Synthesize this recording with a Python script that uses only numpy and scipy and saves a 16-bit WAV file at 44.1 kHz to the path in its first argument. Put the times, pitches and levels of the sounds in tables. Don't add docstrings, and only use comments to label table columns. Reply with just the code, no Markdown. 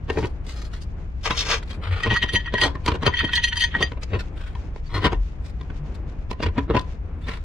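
import sys
import numpy as np
from scipy import signal
from scipy.fft import rfft, irfft, next_fast_len
from scipy.io import wavfile
from scipy.ndimage import uniform_filter1d

SR = 44100
rng = np.random.default_rng(int(sys.argv[2]) if len(sys.argv) > 2 else 0)


def write(x):
    x = np.atleast_2d(x).T
    wavfile.write(sys.argv[1], SR, np.round(np.clip(x, -1, 1) * 32767).astype(np.int16))


N = 328102
T = np.arange(int(.3 * SR)) / SR
LEAD_S = .05


def undb(db):
    return 10 ** (np.asarray(db) / 20)


def level(x, db):
    return x * undb(db) / np.sqrt(np.mean(x ** 2))


def crest(x, db, span_s=0.0024):
    power = uniform_filter1d(x ** 2, max(int(span_s * SR), 1))
    return x * undb(db) / np.sqrt(power.max())


def band(x, lo_hz, hi_hz, order=3):
    edges_hz = [lo_hz, min(hi_hz, SR / 2 - 1)]
    return signal.sosfilt(signal.butter(order, edges_hz, "band", fs=SR, output="sos"), x)


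def colour(x, points):
    size = 2 * next_fast_len(len(x) // 2 + 1024)
    hz, db = np.transpose(points)
    grid_hz = np.arange(size // 2 + 1) * SR / size
    gain_db = np.interp(np.log(grid_hz + 1), np.log(hz), db)
    cepstrum = irfft(np.log(undb(gain_db)))
    cepstrum[1:size // 2] *= 2
    cepstrum[size // 2 + 1:] = 0
    response = np.exp(rfft(cepstrum))
    return irfft(rfft(x, size) * response)[:len(x)]


def fade(t60_s):
    return np.exp(-np.log(1000) * T / t60_s)


def walk(size, rate_hz):
    knots = rng.standard_normal(int(size * rate_hz / SR) + 2)
    return np.interp(np.arange(size) * rate_hz / SR, np.arange(len(knots)), knots)


def grit(size, rate_hz, spread_db):
    hardness = undb(spread_db * np.minimum(rng.exponential(size=size), 4))
    hits = rng.random(size) < rate_hz / SR
    return level(rng.standard_normal(size) * hardness * hits, 0)


def add(out, x, start_s):
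    i = int(start_s * SR)
    x, i = x[..., max(-i, 0):], max(i, 0)
    out[..., i:i + x.shape[-1]] += x[..., :max(N - i, 0)]


def ring(modes, detune, scatter_db):
    hz, db, t60_s = np.transpose(modes)[:, :, None]
    pitch, weight, phase = rng.standard_normal((3, len(modes), 1))
    waves = np.sin(2 * np.pi * (hz * (1 + detune * pitch) * T + phase))
    gains = undb(db + scatter_db * weight)
    return level(np.sum(gains * waves * fade(t60_s), axis=0), 0)


def contact(length_s, approach_db, approach_s, release_s, rate_hz, spread_db):
    t = T - LEAD_S
    approach = undb(approach_db) * np.exp(-abs(t) / approach_s)
    release = np.exp(-np.maximum(t - length_s, 0) / release_s)
    grip = np.where(t < 0, approach, release)
    return grip * grit(len(T), rate_hz, spread_db)


def weigh(x, bands, db, hardness_db):
    return sum(crest(band(x, lo_hz, hi_hz), db + offset_db + slope * hardness_db)
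               for lo_hz, hi_hz, offset_db, slope in bands)


def swell(length_s):
    t = np.arange(-int(2 * length_s * SR), int(2 * length_s * SR)) / SR
    return t, np.exp(-2 * (t / length_s) ** 2)


PORT_LAG_S = .000033
# (frequency [Hz], gain [dB])
PIPE_SCATTER = [(200, -13.5), (700, -3), (4000, 7.5), (12000, -2)]


def ports(x, scatter_db, t60_s):
    fractional_delay = np.sinc(np.arange(-8, 9) - PORT_LAG_S * SR) * np.hanning(17)
    late = np.convolve(x, fractional_delay, "same")
    sides = []
    for direct in (late, x):
        near = colour(rng.standard_normal(len(T)) * fade(t60_s), PIPE_SCATTER)
        near = level(near, scatter_db) / np.sqrt(len(T))
        sides.append(direct + signal.fftconvolve(x, near)[:len(x)])
    return np.array(sides) / np.sqrt(1 + undb(scatter_db) ** 2)


def walls(x, db, t60_s):
    tails = band(rng.standard_normal((2, len(T))), 120, 2100, order=1) * fade(t60_s)
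    tails = level(tails, db) / np.sqrt(len(T))
    return x + signal.fftconvolve(x, tails, axes=1)[:, :N]


def pan(x, left_db):
    return x * undb(np.array([[left_db], [-left_db]]) / 2)


RUMBLE_DB, AIR_DB = -30, -46.5
# (frequency [Hz], gain [dB])
RUMBLE_SPECTRUM = [(15, -22), (28, 8), (42, 3), (60, 8.5), (85, 2), (115, -7.5), (170, -10.5), (2000, -110)]
# (frequency [Hz], gain [dB])
AIR_SPECTRUM = [(60, -17.5), (150, -2), (300, -4.5), (600, -13), (1100, -19.5), (2500, -29), (6500, -65),
                (10000, -70.5), (15000, -95.5)]


def background():
    rumble = [level(colour(rng.standard_normal(N), RUMBLE_SPECTRUM), 0) for _ in range(2)]
    rumble[0] = rumble[0] / np.sqrt(uniform_filter1d(rumble[0] ** 2, int(.18 * SR)))
    air = [level(colour(rng.standard_normal(N), AIR_SPECTRUM), AIR_DB) for _ in range(2)]
    mid = rumble[0] * undb(RUMBLE_DB) + air[0] * undb(2.5 * walk(N, 9))
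    side = rumble[1] * undb(RUMBLE_DB - 16) + air[1] * undb(-10)
    side = side + band(air[1], 1100, 15000, order=1) * undb(-1.5)
    return mid + side * np.array([[1], [-1]])


RUSTLE_DB = -60
# (frequency [Hz], gain [dB])
CLOTH_SPECTRUM = [(200, -21), (450, 13.5), (750, 5), (1200, 12), (2500, 6), (4200, -2), (6700, -6.5),
                  (9000, -21), (12000, -28.5), (15000, -39.5)]


def rustle():
    brushing = undb(9 * np.tanh(walk(N, 22)))
    sides = []
    for _ in range(2):
        fibres = colour(brushing * grit(N, 4200, 2.9), CLOTH_SPECTRUM)
        sides.append(band(fibres, 2500, 15000, order=1))
    return level(np.array(sides), RUSTLE_DB)


BITE, SNAP, SNAP_S = .22, .9, 0.0028
# (frequency [Hz], level [dB], t60 [s])
PIPE_RESONANCES = [(281.4, -13.5, 0.3), (417.6, -15, 0.092), (960, 4, 0.057), (1025, 4, 0.086),
                   (1130, -11.5, 0.033), (1494, 0, 0.037), (1835, -3, 0.072), (2676, 2.5, 0.012),
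                   (3297, -8, 0.029)]
# (frequency [Hz], gain [dB])
KNOCK_BODY = [(80, 10.5), (200, -1), (450, -0.5), (740, -8), (1000, -1), (1400, -6), (3200, -12),
              (4600, -17.5), (7000, -29), (11000, -39), (15000, -61)]
# (from [Hz], to [Hz], level against strength [dB], hardness slope [dB/dB])
KNOCK_BALANCE = [(59.4, 540, 4.5, -0.45), (750, 3060, -2, 0.27), (3870, 20000, -20.5, 1.5)]


def knock(length_s, db, hardness_db, hollow_hz):
    force = contact(length_s, approach_db=-7, approach_s=0.005 + 0.7 * length_s,
                    release_s=0.0012 + 0.38 * length_s, rate_hz=5000, spread_db=3.0)
    snap = BITE + SNAP * np.exp(-length_s / SNAP_S)
    force[int(LEAD_S * SR)] += snap * np.sqrt(np.sum(force ** 2))
    pipe_ring = ring(PIPE_RESONANCES, detune=0.015, scatter_db=1.5)
    hollow_ring = ring([(hollow_hz, 0, .045)], detune=0.044, scatter_db=0)
    pipe = signal.fftconvolve(force, pipe_ring)[:len(T)]
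    hollow = signal.fftconvolve(force, hollow_ring)[:len(T)]
    x = level(colour(force, KNOCK_BODY), 0) + level(pipe, -8.5) + level(hollow, -13)
    return ports(weigh(x, KNOCK_BALANCE, db, hardness_db), scatter_db=-4.0, t60_s=0.019)


SETTLE_DB, SETTLE_DELAY_S, SETTLE_SLIP_S = -14.5, .02, 0.0037
# (time [s], slip length [s], strength [dB], hardness [dB])
JAW_BITES = [(0.099, 0.0063, -21, 1.5), (.172, 0.016, -23, -7), (.227, .022, -23.5, -4),
             (1.307, 0.002, -18, 8), (2.061, 0.012, -22, 1.5), (2.109, 0.023, -22, 2.5),
             (2.236, 0.0049, -22.5, 5.5), (2.338, 0.011, -26, -12.5), (2.539, 0.0038, -18.5, 2.5),
             (2.62, 0.041, -18.5, 6.5), (2.754, 0.0026, -28.5, 0.5), (2.862, 0.0016, -28, 15),
             (2.879, 0.01, -15.5, 5), (2.917, 0.0071, -21, 0.5), (2.943, .015, -28, 3.5),
             (3.028, 0.0055, -21, 3), (3.064, 0.011, -14.5, 1), (3.237, 0.012, -30, -20),
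             (3.75, 0.018, -29, 0), (3.811, .018, -21, 5), (3.919, 0.002, -27.5, -2.5),
             (3.973, .004, -36.5, -6), (4.132, 0.022, -24, -3), (4.552, 0.0034, -34.5, 1),
             (4.761, 0.0016, -35.5, 0.5), (4.942, 0.036, -22, 2), (5.044, 0.018, -13, 3.5),
             (5.122, 0.0096, -23.5, 0.5), (5.611, 0.0033, -37, 4.5), (5.702, 0.0036, -33.5, -3.5),
             (6.313, 0.0014, -23, 6), (6.403, 0.0026, -29, -4), (6.427, 0.012, -21, 5.5),
             (6.462, 0.0076, -20, -0.5), (6.58, 0.0099, -18.5, -4), (6.7, .008, -19.5, -7),
             (6.747, 0.0055, -17.5, -4), (6.766, 0.0082, -16, 0.5), (6.794, .001, -37, 17.5),
             (7.284, 0.0067, -28.5, 5)]
# (time [s], frequency [Hz])
HOLLOW_TUNING = [(.3, 430), (2.3, 179), (3.1, 365), (4.1, 290)]


def knocks():
    out = np.zeros((2, N))
    for time_s, length_s, db, hardness_db in JAW_BITES:
        hollow_hz = np.interp(time_s, *np.transpose(HOLLOW_TUNING))
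        bite = knock(length_s, db, hardness_db, hollow_hz)
        add(out, bite, time_s - LEAD_S)
        settle = knock(SETTLE_SLIP_S, db + SETTLE_DB, hardness_db, hollow_hz)
        delay_s = SETTLE_DELAY_S * rng.uniform(.5, 1)
        add(out, settle, time_s + length_s + delay_s - LEAD_S)
    return out


AIRY_DB, AIRY_GROWTH = -25.5, 0.64


def friction(rub_db, hiss_db, hiss_top_hz, patchy_db, spread_db):
    size = len(rub_db)
    patches = undb(patchy_db * walk(size, 150))
    x = colour(patches * grit(size, 12000, spread_db), CLOTH_SPECTRUM)
    rub = level(band(x, 200, 3300), rub_db)
    hiss = level(band(x, hiss_top_hz / 2, hiss_top_hz), hiss_db)
    airy = level(band(x, 9600, 24000), AIRY_GROWTH * hiss_db + AIRY_DB)
    return ports(rub + hiss + airy, scatter_db=-1.0, t60_s=0.04)


# (middle [s], length [s], rub level [dB], hiss against rub [dB])
SLEEVE_BRUSHES = [(0.203, .09, -51, 7), (0.505, 0.049, -44, 0.5), (.61, 0.069, -45, -1),
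                  (0.748, 0.042, -45.5, -5), (0.822, 0.017, -55, 11), (1.63, 0.0066, -35, -10.5),
                  (1.714, .055, -43.5, -8), (1.861, 0.045, -31.5, -19.5), (1.992, 0.12, -32.5, -20),
                  (4.03, 0.018, -38.5, -3.5), (4.202, .027, -38.5, -9), (4.437, 0.089, -43, -12.5),
                  (5.475, 0.038, -50.5, -2), (5.952, 0.012, -51, -3), (7.317, .085, -37, -14)]


def sleeves():
    out = np.zeros((2, N))
    for middle_s, length_s, db, hiss_db in SLEEVE_BRUSHES:
        t, pressure = swell(length_s)
        rub_db = db + 20 * np.log10(pressure)
        brush = friction(rub_db, rub_db + hiss_db, hiss_top_hz=8670, patchy_db=5.5, spread_db=3.5)
        add(out, brush, middle_s + t[0])
    return out


# (time [s], rasp level [dB], hiss level [dB])
HAND_PUSHES = [(1.23, -54, -47), (1.26, -21, -28.5), (1.296, -37, -46), (1.31, -23, -38), (1.318, -38, -47),
               (1.354, -36.5, -39), (1.39, -33, -22.5), (1.438, -36, -38), (1.512, -22.5, -25),
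               (1.558, -25, -31), (1.6, -55, -60)]


def hand_scrape():
    times_s, rasp_db, hiss_db = np.transpose(HAND_PUSHES)
    t = np.arange(times_s[0], times_s[-1], 1 / SR)
    rasp_db, hiss_db = np.interp(t, times_s, rasp_db), np.interp(t, times_s, hiss_db)
    out = np.zeros((2, N))
    add(out, friction(rasp_db, hiss_db, hiss_top_hz=6250, patchy_db=3.2, spread_db=3.0), t[0])
    return out


SQUEAK_S, SQUEAK_WAVER = .016, 0.0058
# (middle [s], frequency [Hz], level [dB])
STICK_SLIPS = [(1.322, 3810, -33), (1.72, 3230, -42), (4.872, 4520, -52), (4.952, 4180, -33),
               (4.982, 4230, -42), (6.434, 4750, -39), (7.247, 3550, -49.5)]


def squeaks():
    out = np.zeros(N)
    t, pressure = swell(SQUEAK_S)
    for middle_s, hz, db in STICK_SLIPS:
        pitch_hz = hz * (1 + SQUEAK_WAVER * walk(len(t), 360))
        whistle = np.sin(2 * np.pi * np.cumsum(pitch_hz) / SR)
        add(out, crest(pressure * whistle, db), middle_s + t[0])
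    return ports(out, scatter_db=-29, t60_s=0.065)


BUMP_S = 0.06
# (middle [s], frequency [Hz], level [dB])
PIPE_SWAYS = [(1.922, 90.2, -19), (2.096, 110, -22), (4.155, 95, -26.5), (4.979, 97, -23),
              (5.198, 44.2, -18.5), (5.83, 146.4, -32.5), (6.478, 81.5, -20)]


def bumps():
    out = np.zeros(N)
    t, push = swell(BUMP_S)
    for middle_s, hz, db in PIPE_SWAYS:
        sway = np.sin(2 * np.pi * (hz * t + rng.random()))
        add(out, np.sqrt(2) * undb(db) * push * sway, middle_s + t[0])
    return out


# (frequency [Hz], level [dB], t60 [s])
WRENCH_RESONANCES = [(943, -4.5, 0.086), (1488, -17.5, 0.12), (1897, 8.5, 0.084), (1750, -15, 0.21),
                     (2515, -21, 0.12), (2970, -4.5, 0.041), (3131, 7, 0.073), (3226, 6, 0.013),
                     (3480, -29, 0.062), (3880, -18, 0.037), (4236, -5, 0.057), (4574, -7, 0.03),
                     (4755, -9.5, 0.1), (5975, -11, 0.062), (6245, -19, 0.11), (6445, -17, .06),
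                     (7680, -26.5, 0.064), (8450, -25, 0.07), (9780, -11, 0.046), (9500, -22, 0.067),
                     (12600, -26, 0.068), (14230, -26, 0.076)]
# (frequency [Hz], gain [dB])
CLASH_SPECTRUM = [(200, -5), (1000, 2.5), (1800, 10.5), (3500, 17), (4500, -2), (5400, -6), (6400, -17.5),
                  (7500, -10), (10000, -18), (10800, -38.5), (15000, -71)]
# (from [Hz], to [Hz], level against strength [dB], hardness slope [dB/dB])
CLINK_BALANCE = [(1034, 2050, -2.5, -0.14), (2560, 3470, -0.5, 0.28), (3640, 8400, -9.5, 0.8253),
                 (9200, 13000, -30.5, 1.32)]


def clink(db, hardness_db):
    force = contact(0.0012, approach_db=-3.0, approach_s=0.0074, release_s=0.0053, rate_hz=4000, spread_db=5)
    force = force / np.sqrt(np.sum(force ** 2))
    force[int(LEAD_S * SR)] += .6
    steel = ring(WRENCH_RESONANCES, detune=0.0017, scatter_db=2.5)
    rings = signal.fftconvolve(force, steel)[:len(T)]
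    x = level(rings, 0) + level(colour(force, CLASH_SPECTRUM), -14)
    return ports(weigh(x, CLINK_BALANCE, db, hardness_db), scatter_db=-6.5, t60_s=0.036)


CHATTER_DB, CHATTER_HARDNESS_DB, CHATTER_SPREAD_DB = -31, -6, 3
# (time [s], strength [dB], hardness [dB])
JAW_BLOWS = [(2.034, -21, 0.5), (2.11, -16.5, -16), (2.141, -22.5, -1), (2.164, -15, -3), (2.227, -15, -3),
             (2.289, -24, -3.5), (2.336, -34.5, 25), (2.356, -13.5, -0.5), (2.459, -26.5, -12.5),
             (2.477, -29.5, -23.5), (2.55, -20, -13.5), (2.58, -16.5, -5.5), (2.614, -14.5, 5.5),
             (2.637, -16.5, 7), (3.062, -19.5, 11), (3.137, -20.5, -10), (3.169, -24.5, -2.5),
             (3.19, -16, -3.5), (3.207, -17, -12), (3.243, -21, -6), (3.291, -24.5, -20.5),
             (3.334, -17.5, 4), (3.356, -20, 8.5), (3.377, -16.5, -4.5), (3.44, -16.5, 6.5),
             (3.482, -25.5, 6), (3.528, -19.5, -6), (3.57, -22.5, 9.5), (3.607, -17, 8), (3.621, -18.5, 3),
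             (3.64, -16.5, 3), (3.749, -18, -28.5), (3.825, -14, 0)]
# (from [s], to [s])
CARRY_SPANS = [(2.03, 2.68), (3.07, 3.76)]


def jaw_clinks():
    out = np.zeros((2, N))
    for time_s, db, hardness_db in JAW_BLOWS:
        add(out, clink(db, hardness_db), time_s - LEAD_S)
    for start_s, end_s in CARRY_SPANS:
        for when, force, edge in rng.uniform(size=(7, 3)):
            tap_db = CHATTER_DB + CHATTER_SPREAD_DB * (2 * force - 1)
            tap_hardness_db = CHATTER_HARDNESS_DB + CHATTER_SPREAD_DB * (2 * edge - 1)
            tap = clink(tap_db, tap_hardness_db)
            add(out, tap, start_s + when * (end_s - start_s) - LEAD_S)
    return out


JAW_SCRAPE_DB = -20


def jaw_scrape(clinks):
    shaking = np.sqrt(abs(uniform_filter1d(clinks[1] ** 2, int(.09 * SR))))
    steel = ring(WRENCH_RESONANCES, detune=0, scatter_db=5.5)
    sides = []
    for _ in range(2):
        force = shaking * grit(N, 2500, 3.5)
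        rings = signal.fftconvolve(force, steel)[:N]
        x = level(rings, 0) + level(colour(force, CLASH_SPECTRUM), 0.78)
        sides.append(band(x, 600, 6500))
    return np.array(sides) * np.std(clinks) * undb(JAW_SCRAPE_DB)


def scene():
    clinks = jaw_clinks()
    steel = walls(clinks + jaw_scrape(clinks) + squeaks(), db=-38.5, t60_s=0.17)
    handling = walls(knocks() + hand_scrape() + sleeves() + rustle(), db=-18.0, t60_s=0.22)
    return pan(steel + handling, left_db=2.06) + pan(bumps() + background(), left_db=2.0)


TOP_HZ = 15200


def record(dry):
    low_pass = signal.ellip(8, .2, 70, TOP_HZ, fs=SR, output="sos")
    return signal.sosfilt(low_pass, np.tanh(dry))


dry = scene()
out = record(dry)
write(out)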